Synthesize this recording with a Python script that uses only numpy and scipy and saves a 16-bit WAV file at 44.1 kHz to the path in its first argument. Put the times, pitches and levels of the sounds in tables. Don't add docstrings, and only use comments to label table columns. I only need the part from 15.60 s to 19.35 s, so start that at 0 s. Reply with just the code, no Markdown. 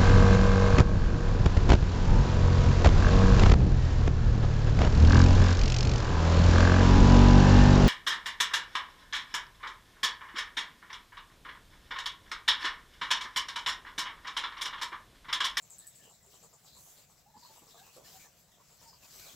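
import sys
import numpy as np
from scipy import signal
from scipy.fft import rfft, irfft, next_fast_len
from scipy.io import wavfile
from scipy.ndimage import uniform_filter1d, map_coordinates

SR = 44100
rng = np.random.default_rng(int(sys.argv[2]) if len(sys.argv) > 2 else 0)


def boost_factor(decibels):
    exponent = np.asarray(decibels, float) / 20
    return 10 ** exponent


def digitize_waveform(pressure):
    field = np.atleast_2d(pressure).T
    bounded = np.clip(field, -1, 1)
    quanta = np.round(bounded * 32767).astype(np.int16)
    wavfile.write(sys.argv[1], SR, quanta)


N = 165375


def unit(x):
    return x / np.sqrt(np.mean(x ** 2) + 1e-20)


def along(points, hz):
    f, v = np.transpose(points)
    return np.interp(np.log(hz + 1), np.log(f + 1), v)


def wobble(rate):
    knots = rng.standard_normal(int(N * rate / SR) + 4)
    return map_coordinates(knots, [np.arange(N) * rate / SR])


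def jitter(t, step_s, count):
    return np.interp(t, np.arange(count) * step_s, rng.standard_normal(count))


def filtered(x, response):
    m = next_fast_len(x.shape[-1] + 4096)
    return irfft(rfft(x, m) * response(np.fft.rfftfreq(m, 1 / SR)), m)[..., :x.shape[-1]]


def peak(hz, width_hz):
    return lambda f: 1j * f * abs(width_hz) / (hz * hz - f * f + 1j * f * abs(width_hz))


def add(track, x, s):
    part = track[..., round(s * SR):][..., :x.shape[-1]]
    part += x[..., :part.shape[-1]]


# (frequency [Hz], left-right correlation [-1..1])
ALIKE = [(60, 0.84), (240, 0.84), (800, 0.8), (3770, 0.48), (15000, 0.58)]


def spread(pair):
    turn = lambda f: np.arccos(np.clip(along(ALIKE, f), -1, 1)) / 2
    mid, side = filtered(pair, lambda f: np.array([np.cos(turn(f)), np.sin(turn(f))]))
    return np.array([mid + side, mid - side])


def rush(response, patchy_db, crackle=0.):
    struck = rng.random(N) < 1500 / SR
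    snap_noise = struck * boost_factor(1.2 * rng.exponential(size=N)) * rng.standard_normal((2, N))
    noise = rng.standard_normal((2, N)) + crackle * unit(snap_noise)
    z = signal.stft(noise, nperseg=512)[2]
    field = uniform_filter1d(rng.standard_normal(z.shape[1:]), size=7, axis=0)
    field = uniform_filter1d(field, size=10, axis=1)
    pair = signal.istft(z * boost_factor(patchy_db * unit(field)), nperseg=512)[1][:, :N]
    return unit(spread(filtered(pair, response)))


# (time [s], click peak [dB], grind after it [dB], ring [Hz])
TEETH = [(.018, -55, 5, 7530), (.031, -53, -14, 7400), (.0998, -46.5, 0, 7700), (.1049, -41.5, -9, 7700),
         (.123, -46.5, 0.5, 7250), (0.1834, -40, -19, 7700), (.1895, -39, -11, 8040),
         (0.2685, -38, -15, 8040), (0.2744, -35.5, -26, 7880), (.353, -48.5, -2.5, 7840),
         (.3585, -49, -10, 8200), (.385, -57, 1.5, 7600), (.435, -52.5, 0.5, 7900),
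         (.4978, -49.5, -2.5, 7560), (.5377, -53, -4.5, 7800), (.6285, -55, -0.5, 7570),
         (.6629, -50.5, -11, 7500), (.7362, -54, -1, 7970), (.7427, -49.5, -5, 7260), (.828, -49, -1, 7440),
         (.8395, -48, -7, 7620), (.9308, -53.5, 1.5, 7400), (1.0395, -56, 3, 7530), (1.1488, -51, -5, 7360),
         (1.1722, -48.5, -5, 7500), (1.295, -57.5, 1, 7600), (1.3838, -49.5, -7, 7550),
         (1.502, -55, -5, 8050), (1.781, -62, 7, 7300), (1.8652, -59.5, 3, 7270), (1.9614, -55, 0.5, 7800),
         (2.0687, -54, -16, 7750), (2.145, -54, -5, 7100), (2.2662, -53, -13, 7700),
         (2.366, -47, -18.5, 7660), (2.3989, -60, -10, 7200), (2.603, -47.5, -4.5, 7300),
         (3.1053, -56, -5, 7300), (3.2211, -52, -4, 7560), (3.275, -55, 1, 7600), (3.665, -50, -9, 7600)]


def teeth():
    rise_s, grind_t60_s, sag = 0.00075, 0.15, .06
    out, t = np.zeros(N), np.arange(SR // 10) / SR

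    def scrape(hz):
        color = lambda f: peak(hz, 1500)(f) ** 2 + 0.089 * peak(12500, 7000)(f)
        return unit(filtered(rng.standard_normal(len(t)), color))

    for s, db, grind_db, hz in TEETH:
        fizz = unit(filtered(rng.standard_normal(len(t)), peak(10300, 7000)))
        burst = t / rise_s * np.exp(1 - t / rise_s)
        click = (np.sin(2 * np.pi * hz * t) + 0.62 * fizz) * burst
        grit = boost_factor(1.5 * jitter(t, 0.002, 60))
        early, late = scrape(hz), scrape(hz * (1 - sag))
        turn = np.clip(t / 0.022, 0, 1) * np.pi / 2
        grind = grit * (np.cos(turn) * early + np.sin(turn) * late) * np.clip(t / 0.009, 0, 1)
        add(out, boost_factor(db - 4) * (click + boost_factor(grind_db - 60 * t / grind_t60_s) * grind), s)
    return out


# (time [s], peak level [dB], throat resonance [Hz])
CHUTS = [(0.457, -52, 525), (0.497, -52.5, 745), (0.634, -59, 690), (0.732, -52, 646), (0.828, -49, 610),
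         (0.93, -52, 700), (1.039, -55, 744), (1.155, -53.5, 930), (1.262, -55.5, 730), (1.328, -60, 720),
         (1.382, -56.5, 590), (1.5, -57.5, 740), (1.19, -63, 900), (2.875, -63, 830), (1.9, -53, 560),
         (1.961, -49.5, 830), (.03, -58.5, 686), (.105, -57, 785), (.19, -60, 764), (2.02, -52, 840),
         (2.068, -52, 814), (2.146, -47, 676), (2.267, -50, 814), (2.365, -44, 526), (2.4, -50.5, 525),
         (2.483, -54, 600), (2.515, -56, 754), (2.6, -65, 750), (2.646, -51, 770), (2.975, -55, 600),
         (2.995, -53.5, 920), (3.1, -56, 690), (3.216, -51, 745), (3.323, -51, 1010), (3.431, -54, 760),
         (3.536, -54.5, 720), (3.659, -47.5, 675)]


def chuts():
    out, t = np.zeros(N), np.arange(SR // 10) / SR
    for s, db, hz in CHUTS:
        shape = np.clip(t / 0.0043, 0, 1) * boost_factor(-60 * np.clip(t - .02, 0, 1) / 0.083)
        pulse_hz = np.repeat(90 * boost_factor(2.5 * rng.standard_normal(21)), SR // 200)[:len(t)]
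        cycle = np.cumsum(pulse_hz) / SR
        breath = rng.standard_normal(len(t)) * np.exp(-2.5 * (cycle % 1))
        color = lambda f: (peak(hz, 450)(f) ** 2 + .5 * peak(520, 300)(f) ** 2
                           - 0.32 * peak(1200, 500)(f) ** 2)
        throat = unit(filtered(breath, color))
        add(out, boost_factor(db - 20) * unit(shape * throat), s - .003)
    return out


# (time [s], length [s], pitch [Hz], rise at the end [share of pitch], level [dB])
SQUEAKS = [
    (0.661, 0.027, 407, 0.067, -63),
    (1.652, 0.0594, 811, 0.46, -60),
    (1.736, 0.041, 860, 0.5, -50),
    (1.823, 0.033, 964, 0.31, -48.5),
    (1.886, 0.042, 872, 0.04, -55.5),
    (2.178, 0.063, 717, 0.85, -56),
    (2.362, 0.02, 507, 0.077, -47.5),
    (2.535, 0.052, 750, 0.049, -53.5),
    (3.24, 0.079, 908, -0.35, -60.5),
]


def squeaks():
    out = np.zeros(N)
    for s, length, hz, rise, db in SQUEAKS:
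        u = np.arange(round(length * SR)) / (length * SR)
        slow = lambda: jitter(u * length, 0.00473, 30)
        phase = 2 * np.pi * np.cumsum(hz * (1 + rise * u ** 5 + .02 * slow())) / SR
        shape = np.clip(u / 0.21, 0, 1) * np.clip((1 - u) / 0.3, 0, 1) * boost_factor(2 * slow())
        note = np.sin(phase) + boost_factor(-22) * np.sin(2 * phase)
        add(out, boost_factor(db - 3.5) * shape * note, s)
    return out


# (frequency [Hz], density [dB per Hz])
PAPER = [(530, -5), (900, -4.5), (2600, -4.5), (3860, -1.5), (6410, 0.5), (7680, -0.5), (8660, -9.5),
         (16000, -3)]


def paper_color(f):
    return boost_factor(along(PAPER, f))


def strokes(rows, edge, rough_db, width, hiss):
    out = np.zeros((2, N))
    for s, length, hz, db in rows:
        u = np.arange(round(length * 2.6 * SR)) / (length * SR)
        shape = np.clip(u / edge, 0, 1) * np.clip((1.5 - u) / 0.62, 0, 1)
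        grain = boost_factor(rough_db * jitter(u * length, 0.0017, 100))
        noise = rng.standard_normal((2, SR // 2))[:, :len(u)] * grain
        width_hz = width * hz * min(hz / 4500, 1)
        rub = filtered(noise, lambda f: peak(hz, width_hz)(f) ** 2 + hiss * paper_color(f))
        add(out, boost_factor(db) * shape * unit(rub), s)
    return out


# (time [s], level [dB])
STIR = [(0, -70), (.3, -68), (.6, -72), (.7, -66.5), (.98, -71), (1.1, -68), (1.4, -65), (1.68, -72.5),
        (1.8, -68), (2.0, -66), (2.622, -61), (2.72, -70.5), (2.79, -69.5), (3.15, -71.5), (3.24, -65),
        (3.4, -68), (3.58, -57.5), (3.75, -60)]
# (time [s], length [s], resonance [Hz],
# level [dB])
SLIDES = [(.19, 0.046, 3900, -63.5), (.21, 0.061, 1775, -62), (.38, 0.069, 1730, -64.5),
          (.41, 0.079, 2940, -62), (.6, 0.049, 2020, -74), (.71, 0.068, 3050, -68),
          (.52, 0.039, 3970, -67.5), (1.05, 0.056, 4900, -64), (1.06, 0.058, 3880, -62.5),
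          (1.115, 0.074, 4110, -61), (1.17, 0.14, 6400, -65), (1.22, 0.16, 3350, -74.5),
          (1.36, 0.038, 4130, -64.5), (1.76, 0.073, 4750, -65), (1.825, 0.048, 4330, -58),
          (1.87, 0.049, 4300, -65), (2.07, 0.041, 5340, -63), (1.96, 0.045, 2840, -67.5),
          (2.1, .05, 3740, -63), (2.16, 0.047, 3840, -62), (2.33, 0.046, 4400, -67),
          (2.17, 0.068, 1630, -62), (2.22, 0.096, 2640, -63), (2.44, 0.041, 4500, -59.5),
          (2.44, 0.045, 1780, -65), (2.59, 0.058, 2310, -59.5), (2.63, 0.038, 1780, -63),
          (2.6, 0.092, 6000, -68), (2.915, 0.014, 1920, -68), (3.04, 0.071, 6800, -71),
          (3.19, .05, 5640, -67), (2.91, 0.053, 3500, -69), (2.76, 0.054, 12700, -69.5),
          (3.2, 0.045, 12100, -70.5), (3.51, 0.17, 12200, -64.5), (3.27, 0.04, 4970, -59.5),
          (3.32, .05, 4800, -63.5), (3.42, 0.04, 2580, -61), (3.43, 0.034, 4640, -65),
          (3.51, 0.04, 4700, -66), (3.58, 0.049, 4100, -58), (3.58, 0.11, 2380, -62.5),
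          (3.6, 0.12, 1490, -63), (1.97, 0.036, 12000, -67), (3.655, 0.035, 3900, -57),
          (3.685, 0.04, 3390, -55.5)]


def litter():
    s, db = np.transpose(STIR)
    stir_db = np.interp(np.arange(N) / SR, s, db) + wobble(9.04) + 1.44 * wobble(25.12)
    bed = boost_factor(stir_db + 5) * rush(paper_color, patchy_db=2.3, crackle=.5)
    return bed + spread(strokes(SLIDES, edge=0.21, rough_db=2.5, width=.26, hiss=.22))


# (time [s], peak level [dB])
SNAPS = [
    (2.4474, -46),
    (3.4452, -43.5),
    (3.5245, -43),
    (3.5642, -53),
    (3.5962, -36.5),
    (3.618, -47),
    (3.642, -48),
]


def snaps():
    out, t = np.zeros(N), np.arange(SR // 20) / SR
    for s, db in SNAPS:
        crack = unit(filtered(rng.standard_normal(len(t)), paper_color))
        fade = boost_factor(-60 * t / 0.0035) + 0.48 * boost_factor(-60 * t / 0.14)
        add(out, boost_factor(db - 9.5) * crack * fade, s)
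    return out


# (time [s], peak level [dB], pitch [Hz])
THUMPS = [
    (1.765, -44.5, 169),
    (2.019, -49, 203),
    (2.598, -54, 119),
    (2.8, -60, 110),
    (3.441, -52, 120),
    (0.431, -53, 170),
    (3.219, -58, 234),
    (3.596, -64, 102),
    (3.74, -45, 129),
]


def thumps():
    out, t = np.zeros(N), np.arange(SR // 8) / SR
    for s, db, hz in THUMPS:
        push = unit(filtered(rng.standard_normal(len(t)), lambda f: peak(hz, 250)(f) ** 2))
        add(out, boost_factor(db - 10.5) * push * t / 0.032 * np.exp(1 - t / 0.014), s - .01)
    return out


# (time [s], length [s], resonance [Hz], level [dB])
SLEEVE = [
    (1.15, 0.18, 11800, -57),
]


def sleeve():
    return strokes(SLEEVE, edge=0.23, rough_db=1.5, width=1.0, hiss=0) * boost_factor([[-7], [1.5]])


# (frequency [Hz], t60 [s])
WALLS = [(200, 0.18), (2000, 0.094), (10000, 0.16)]


def walls(x):
    hz, t, z = signal.stft(rng.standard_normal((2, SR // 3)), SR, nperseg=256)
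    tail = signal.istft(z * boost_factor(-60 * t / along(WALLS, hz)[:, None]), SR, nperseg=256)[1]
    late = np.pad(x, (300, 0))[None]
    return signal.fftconvolve(late, tail / np.linalg.norm(tail[0]), axes=1)[:, :N]


# (frequency [Hz], density [dB per Hz])
ROOM_TONE = [(18, -43), (36, -10.5), (156, -2), (261, -16), (710, -3.5), (794, -12.5), (2500, -21.5),
             (3250, -42), (5500, -120)]
# (frequency [Hz], width [Hz], level [dB])
HUM = [(60, 53, -5), (158.6, 52.5, -0.5)]


def room_tone():
    air_db, hum_db = -72.5, -71.5

    def drone(f):
        return sum(boost_factor(db) * peak(hz, w)(f) * (-1) ** k for k, (hz, w, db) in enumerate(HUM))

    air = boost_factor(air_db) * rush(lambda f: boost_factor(along(ROOM_TONE, f)), patchy_db=2.0)
    return air + boost_factor(hum_db + 0.68 * wobble(17)) * rush(drone, patchy_db=2.0)


def scene():
    voice, clicks = chuts() + squeaks(), teeth()
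    near = voice + 0.67 * clicks + snaps() + thumps()
    voice_echo = walls(voice) + walls(voice).mean(axis=0)
    echoes = boost_factor(-4) * voice_echo + boost_factor(-5) * walls(clicks)
    return near + echoes + litter() + sleeve() + room_tone()


def top_cut(x):
    return signal.sosfilt(signal.butter(12, 15790, fs=SR, output="sos"), x)


# (frequency [Hz], left over right [dB])
LEAN = [(60, 1), (240, -0.5), (950, 0.5), (3770, 1.5), (15000, 4.5)]


def record(dry):
    port_hz, port_width_hz, port_db, top_hz = 7620, 1600, 4, 15790
    lean = lambda f: boost_factor(np.array([[.5], [-.5]]) * along(LEAN, f))
    port = lambda f: 1 + (boost_factor(port_db) - 1) * peak(port_hz, port_width_hz)(f) ** 2
    mix = filtered(dry, lambda f: lean(f) * port(f) * (f < top_hz))
    return top_cut(mix)


dry = scene()
out = record(dry)
digitize_waveform(out)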